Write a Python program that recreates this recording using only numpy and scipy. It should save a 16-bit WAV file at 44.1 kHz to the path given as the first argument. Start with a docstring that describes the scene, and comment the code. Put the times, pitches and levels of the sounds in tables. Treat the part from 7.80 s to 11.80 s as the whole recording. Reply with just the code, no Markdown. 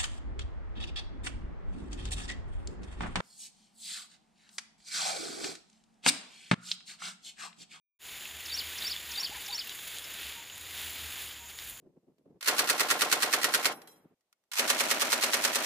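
"""A grassy field. Tall grass rustles in swells as the blades brush together, with brief swishes; stalks tick
and dry blades crackle. Behind it sit a steady insect hiss, soft wind and a faint, wavering low drone. A small
bird sings one quick warbled call four times, a run of gliding, nearly pure notes that bounce off the ground and
foliage. A far bird answers with low whistles. The mix is mono and fades in after a moment of silence."""
import sys
import numpy as np
from scipy import signal
from scipy.fft import rfft, irfft, next_fast_len
from scipy.io import wavfile
from scipy.ndimage import map_coordinates

SR = 44100
rng = np.random.default_rng(int(sys.argv[2]) if len(sys.argv) > 2 else 0)


def materialize(psi):
    """Save the field psi as 16-bit PCM at rate SR to the path in sys.argv[1].

    A 1-D psi becomes a single channel; in a 2-D psi each row is a channel.
    """
    bounded = np.clip(np.atleast_2d(psi).T, -1, 1)
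    quanta = np.round(bounded * 32767).astype(np.int16)
    wavfile.write(sys.argv[1], SR, quanta)


N = 176400

# swells of the grass: time_s, body_db, fizz_db
GRASS_SWELLS = [(0.25, -51.5, -51), (0.35, -50.5, -51.5), (0.46, -49, -49.5), (0.52, -52, -53),
                (0.62, -49, -50.5), (0.8, -46, -47.5), (0.92, -47, -48.0), (1.03, -43.0, -45.5),
                (1.12, -46.5, -48), (1.25, -49.0, -49.5), (1.38, -44.5, -45.5), (1.48, -49, -51),
                (1.62, -48, -48), (1.8, -50.5, -51.5), (1.9, -50.5, -50.5), (2.04, -49.5, -48),
                (2.17, -46.5, -47), (2.23, -50, -50.5), (2.36, -47, -48.5), (2.48, -45.5, -47.5),
                (2.62, -51.5, -55.5), (2.73, -54.5, -57.5), (2.8, -51.5, -52), (2.86, -51, -52.5),
                (2.99, -44.0, -44), (3.12, -47.5, -46.5), (3.25, -47.0, -47.5), (3.43, -47.0, -45.5),
                (3.54, -50, -52.5), (3.65, -56.5, -56), (3.7, -51, -50.5), (3.75, -57, -55.5),
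                (3.8, -52.0, -49.5), (3.9, -51.5, -47.0), (3.97, -59, -55.0), (4.0, -56.5, -52)]
# EQ of the rustle's body: frequency_hz, gain_db
BODY_EQ = [(76, -26), (130, -16), (222, -15.5), (322, -11), (522, -13.5), (566, -15), (644, -14),
           (745, -12), (1210, -11), (1650, -4.5), (3580, 0), (4210, -6), (4940, -8.5), (5720, -16),
           (6200, -16.5), (8060, -36), (13600, -120)]
# EQ of the fizz on top: frequency_hz, gain_db
FIZZ_EQ = [(3500, -23.5), (5500, -11), (7000, 0), (8200, -6.5), (9500, -2.5), (11000, 1), (13000, -5),
           (14300, -1), (15400, 1.5)]
# EQ of a blade or stalk snapping: frequency_hz, gain_db
SNAP_EQ = [(300, -22), (1500, -17), (3200, 11), (5500, 6), (11000, -8), (15000, -13)]
# EQ of the insect hiss: frequency_hz, gain_db
INSECT_EQ = [(5600, -30), (6350, -6.5), (6800, 5.5), (7250, 3), (7700, -14), (8600, -49)]
# EQ of the open-air bed: frequency_hz, gain_db
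AIR_EQ = [(20, -25), (45, 0.5), (110, 0.5), (300, -5.5), (900, -4.5), (3000, -5), (6000, -13), (15000, -9)]
# soft wind buffets on the microphone: peak_s, width_s, level_db
WIND_BUFFETS = [(1.6, .08, -61), (3.2, .22, -61), (3.89, 0.053, -57.5)]
# EQ of the buffets: frequency_hz, gain_db
BUFFET_EQ = [(20, -20), (45, 0), (80, 4), (140, -14.5), (400, -18), (1000, -68)]
# brief swishes of the grass rustle: peak_s, width_s, level_db
GRASS_SWISHES = [(.34, .012, -49), (.455, .008, -53), (1.558, .009, -42.5), (1.918, 0.0075, -44.5),
                 (3.18, 0.021, -46), (3.82, .02, -51.5)]
# stalks ticking: start_s, level_db, ring_hz, t60_s, snap_over_ring_db
STALK_TICKS = [(0.411, -43, 3000, .006, -9), (0.455, -28.5, 2680, 0.0068, -12),
               (1.1635, -29.5, 3470, 0.017, -14), (1.319, -42, 4020, .004, 6),
               (1.4355, -33, 4200, .005, -10), (1.484, -38, 2980, .006, -2), (1.496, -41, 316, 0.011, -18),
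               (1.788, -34.5, 2520, 0.011, -17), (1.851, -43, 1800, .015, -11), (1.8718, -40, 2740, .02, 0),
               (1.894, -32.5, 3760, 0.0091, 2), (2.1846, -29, 3500, 0.0061, 3),
               (2.2424, -37, 5170, 0.012, -5), (2.6989, -39, 2880, 0.017, -9),
               (2.7598, -44, 3590, .008, -5), (2.8113, -35, 3680, 0.0065, -8),
               (3.7878, -36.5, 1980, 0.0099, -1), (3.7886, -30, 3630, 0.0055, -3)]
# dry blades crackling: start_s, level_db, centre_hz, t60_s
BLADE_CRACKLES = [(.45, -45, 12500, .04), (.606, -35, 14800, .008), (.8155, -33, 14600, .008),
                  (.844, -36, 15000, .008), (1.0157, -33, 15000, .01), (1.4825, -49, 10700, 0.0069),
                  (1.8492, -42, 14200, .03), (1.8716, -38.5, 14600, 0.041), (1.947, -40, 11200, .05),
                  (2.185, -33, 8600, 0.01), (2.339, -35, 11700, 0.011), (2.7593, -43, 9670, .015),
                  (2.7787, -42, 11300, 0.03), (2.8105, -38, 11000, .016), (3.1068, -33, 14500, .012),
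                  (3.306, -43, 9160, .02), (3.8892, -41, 11000, .04), (3.8969, -39, 11200, 0.044)]
# path of the low drone: time_s, pitch_hz, level_db
DRONE_PATH = [(.48, 78.3, -76), (.56, 72.4, -50.5), (.63, 76, -76), (.69, 78.6, -57), (1.24, 76.3, -64.5),
              (1.33, 67.5, -55), (1.43, 70.2, -85), (1.78, 79.6, -80), (1.9, 86.7, -70), (2.38, 82.8, -68),
              (2.47, 67.4, -52), (2.58, 88, -72), (2.92, 85, -62.5), (3.05, 77.9, -57), (3.38, 78, -56),
              (3.5, 78, -65), (3.6, 70.2, -56), (3.88, 77, -65), (4, 72, -66)]
# cues for the near bird's calls: start_s, level_db
CALL_CUES = [(.639, -32), (.966, -31), (1.297, -31), (1.645, -32)]
# notes of one call: offset_s, length_s, level_db, crest_fraction, then pitch_hz at four even steps
CALL_NOTES = [(.008, .0185, -7, 0.85, 6830, 6600, 5700, 4060),
              (.036, 0.025, -7.5, 0.66, 3210, 3540, 3620, 3700),
              (0.056, 0.0143, -2.5, 0.86, 4860, 4210, 3860, 3860),
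              (.072, 0.013, -2, 0.61, 3670, 3610, 3690, 3650),
              (.078, 0.023, -3.5, 0.56, 4570, 4670, 4600, 4640),
              (.098, .026, -1, .4, 5620, 5270, 5656, 5880),
              (.130, .0135, -3.5, 0.55, 4060, 4280, 4514, 4530),
              (0.144, 0.035, -0.5, .3, 5400, 4550, 3350, 2995)]
# how well each pitch of a bird carries: pitch_hz, gain_db
VOICE_EQ = [(2900, -2), (3700, -6.5), (4100, -5), (4500, 0.5), (5500, -1), (6000, -4), (6800, -4)]
# the far bird's whistles: start_s, length_s, level_db, start_hz, middle_hz, end_hz
FAR_WHISTLES = [(1.186, 0.062, -57.5, 1000, 980, 970), (1.276, 0.08, -53.5, 940, 965, 830),
                (1.37, 0.029, -48, 800, 810, 950), (1.406, 0.035, -50, 1102, 1060, 850),
                (1.508, 0.028, -44.5, 814, 835, 960), (1.543, 0.043, -46.5, 964, 980, 620),
                (1.685, 0.026, -42.5, 790, 816, 830), (1.706, .05, -45.5, 960, 990, 830),
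                (2.547, 0.086, -53.5, 956, 930, 950), (3.593, .09, -55, 935, 940, 990)]

FIELD_T60_S = 0.4


def amp(db):
    """Decibels to gain."""
    return 10 ** (np.asarray(db) / 20)


def unit(x):
    """Scale to rms 1."""
    return x / np.sqrt(np.mean(x ** 2) + 1e-20)


def curves(rows):
    """Automation lanes: one value per sample for each column after the time."""
    times, *columns = np.transpose(rows)
    return [np.interp(np.arange(N) / SR, times, column) for column in columns]


def swells(rows):
    """A gain curve of bell-shaped swells from rows of peak_s, width_s, level_db."""
    t = np.arange(N) / SR
    return sum(amp(db) * np.exp(-((t - peak_s) / width_s) ** 2 / 2) for peak_s, width_s, db in rows)


def wobble(rate_hz, size=N):
    """Smooth random modulation with rate_hz knots a second."""
    knots = rng.standard_normal(size // 8 + 4)
    return map_coordinates(knots, [np.arange(size) * rate_hz / SR], mode="wrap")


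def filtered(x, response):
    """Filter x with a gain given as a function of frequency."""
    size = next_fast_len(N + SR // 2)
    return irfft(rfft(x, size) * response(np.fft.rfftfreq(size, 1 / SR)), size)[:N]


def noise(eq):
    """Noise of rms 1, coloured by an EQ table."""
    points_hz, db = np.transpose(eq)
    white = rng.standard_normal(N)
    return unit(filtered(white, lambda hz: amp(np.interp(np.log(hz + 1), np.log(points_hz + 1), db))))


def decay(t60_s):
    """A half-second envelope that falls 60 dB in t60_s."""
    return np.exp(-np.log(1000) * np.arange(SR // 2) / SR / t60_s)


def add(track, start_s, sound):
    """Mix a sound into the track at start_s."""
    part = track[max(round(start_s * SR), 0):][:len(sound)]
    part += sound[:len(part)]


def scattered(x, t60_s, predelay_s=0.007):
    """Outdoor reverb: the sound thrown back late by ground and foliage."""
    tail = decay(t60_s) * rng.standard_normal(SR // 2)
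    delayed = np.pad(x, (int(predelay_s * SR), 0))
    return signal.fftconvolve(delayed, tail / np.linalg.norm(tail))[:N]


def grass(body_trim_db=3, fizz_trim_db=4.58, crackle_trim_db=-6, crackles_per_s=93):
    """Blades brush together: a grainy body, a fine fizz and tiny crackles that ride the swells."""
    body_db, fizz_db = curves(GRASS_SWELLS)
    shared_grain_db = 1.15 * wobble(130)
    body = amp(body_db + body_trim_db + shared_grain_db + wobble(600)) * noise(BODY_EQ)
    fizz = amp(fizz_db + fizz_trim_db + shared_grain_db + 1.5 * wobble(900)) * noise(FIZZ_EQ)
    contacts = rng.random(N) < crackles_per_s / SR
    accent_db = 3 * np.minimum(rng.exponential(size=N), 3)
    crackle = signal.fftconvolve(contacts * amp(accent_db), decay(t60_s=0.0022))[:N] * noise(SNAP_EQ)
    return body + fizz + amp(fizz_db + crackle_trim_db) * crackle


def insects(level_db=-54.5, shimmer_db=1.25):
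    """Many far insects blend into a steady, narrow hiss."""
    return amp(level_db + shimmer_db * wobble(39.96)) * noise(INSECT_EQ)


def air(bed_db=-54.5):
    """An open-air bed, with a few soft buffets of wind on the microphone."""
    return amp(bed_db) * noise(AIR_EQ) + swells(WIND_BUFFETS) * noise(BUFFET_EQ)


def swishes(grain_db=1.5):
    """Brief, grainy swishes of the same rustle: short swells riding over the grass."""
    return swells(GRASS_SWISHES) * amp(grain_db * wobble(600)) * noise(BODY_EQ)


def stalks(attack_s=0.00037, reverb_db=-7.5):
    """Stalks tick: each a noisy snap with one short ring."""
    t = np.arange(SR // 2) / SR
    rings, snaps = np.zeros(N), np.zeros(N)
    for start_s, db, ring_hz, t60_s, snap_db in STALK_TICKS:
        envelope = amp(db) * decay(t60_s) * (1 - np.exp(-t / attack_s))
        add(rings, start_s, 1.73 * envelope * np.sin(2 * np.pi * ring_hz * t))
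        add(snaps, start_s, amp(snap_db) * envelope)
    ticks = rings + snaps * noise(SNAP_EQ)
    return ticks + amp(reverb_db) * scattered(ticks, t60_s=0.04)


def dry_blades(grain_db=1.0, width_hz=1450):
    """Dry blades crackle: each a short, grainy burst in one broad, very high band."""
    out = np.zeros(N)
    hz = np.fft.rfftfreq(SR // 2, 1 / SR)
    for start_s, db, centre_hz, t60_s in BLADE_CRACKLES:
        band = np.exp(-((hz - centre_hz) / (2 * width_hz)) ** 2)
        burst = unit(irfft(rfft(rng.standard_normal(SR // 2)) * band))
        envelope = amp(db + grain_db * wobble(900, size=SR // 2)) * decay(t60_s)
        add(out, start_s, envelope * burst)
    return out


def drone(waver_db=2.3):
    """A faint low tone that wavers in pitch and level."""
    hz, db = curves(DRONE_PATH)
    return amp(db + waver_db * wobble(16)) * np.sin(2 * np.pi * np.cumsum(hz) / SR)


def whistle(length_s, pitches_hz, crest, detune=0.0044, flutter=0.0061, flutter_db=1.6):
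    """One nearly pure bird note that glides through its pitches and swells to one crest."""
    progress = np.linspace(0, 1, int(length_s * SR))
    glide = np.polyfit(np.linspace(0, 1, len(pitches_hz)), pitches_hz, len(pitches_hz) - 1)
    bend = 1 + detune * rng.normal() + flutter * wobble(360, size=SR // 4)[:len(progress)]
    hz = np.polyval(glide, progress) * bend
    phase = 2 * np.pi * np.cumsum(hz) / SR
    arch = np.interp(progress, [0, np.clip(crest, .05, .95), 1], [0, np.pi / 2, np.pi])
    envelope = np.abs(np.sin(arch)) ** 0.84
    voice_db = np.interp(hz, *np.transpose(VOICE_EQ))
    tremble_db = flutter_db * wobble(290, size=SR // 4)[:len(progress)]
    return envelope * amp(voice_db + tremble_db) * np.sin(phase)


def near_bird(trim_db=3, bounce_s=0.0095, bounce_db=-12, echo_db=-11.5, tail_db=-13.5):
    """A small bird repeats one run of notes, with a ground bounce, a short echo and a faint tail."""
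    calls, bounce = np.zeros(N), np.zeros(N)
    for start_s, call_db in CALL_CUES:
        for offset_s, length_s, note_db, crest, *pitches_hz in CALL_NOTES:
            note = whistle(length_s, pitches_hz, crest)
            add(calls, start_s + offset_s, amp(trim_db + call_db + note_db) * note)
    add(bounce, bounce_s, amp(bounce_db) * calls)
    echo = amp(echo_db) * scattered(calls, t60_s=0.044)
    tail = amp(tail_db) * scattered(calls, FIELD_T60_S)
    return calls + bounce + echo + tail


def far_bird(tail_db=-9.5):
    """A far bird answers from the trees with soft, low whistles and a wetter tail."""
    notes = np.zeros(N)
    for start_s, length_s, db, *pitches_hz in FAR_WHISTLES:
        add(notes, start_s, amp(db) * whistle(length_s, pitches_hz, crest=0.61))
    return notes + amp(tail_db) * scattered(notes, FIELD_T60_S)


def scene():
    """Beds, plant detail, drone and birds in one mono mix, alike in both channels."""
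    beds = grass() + insects() + air()
    plants = swishes() + stalks() + dry_blades()
    mono = beds + plants + drone() + near_bird() + far_bird()
    return np.array([mono, mono])


def record(dry):
    """The master: a moment of silence, a quick fade-in and a brick-wall high cut."""
    silence_s, fade_s, high_cut_hz = 0.19, 0.07, 15500
    fade = np.clip((np.arange(N) / SR - silence_s) / fade_s, 0, 1)
    return np.array([filtered(side * fade, lambda hz: hz < high_cut_hz) for side in dry])


dry = scene()
out = record(dry)
materialize(out)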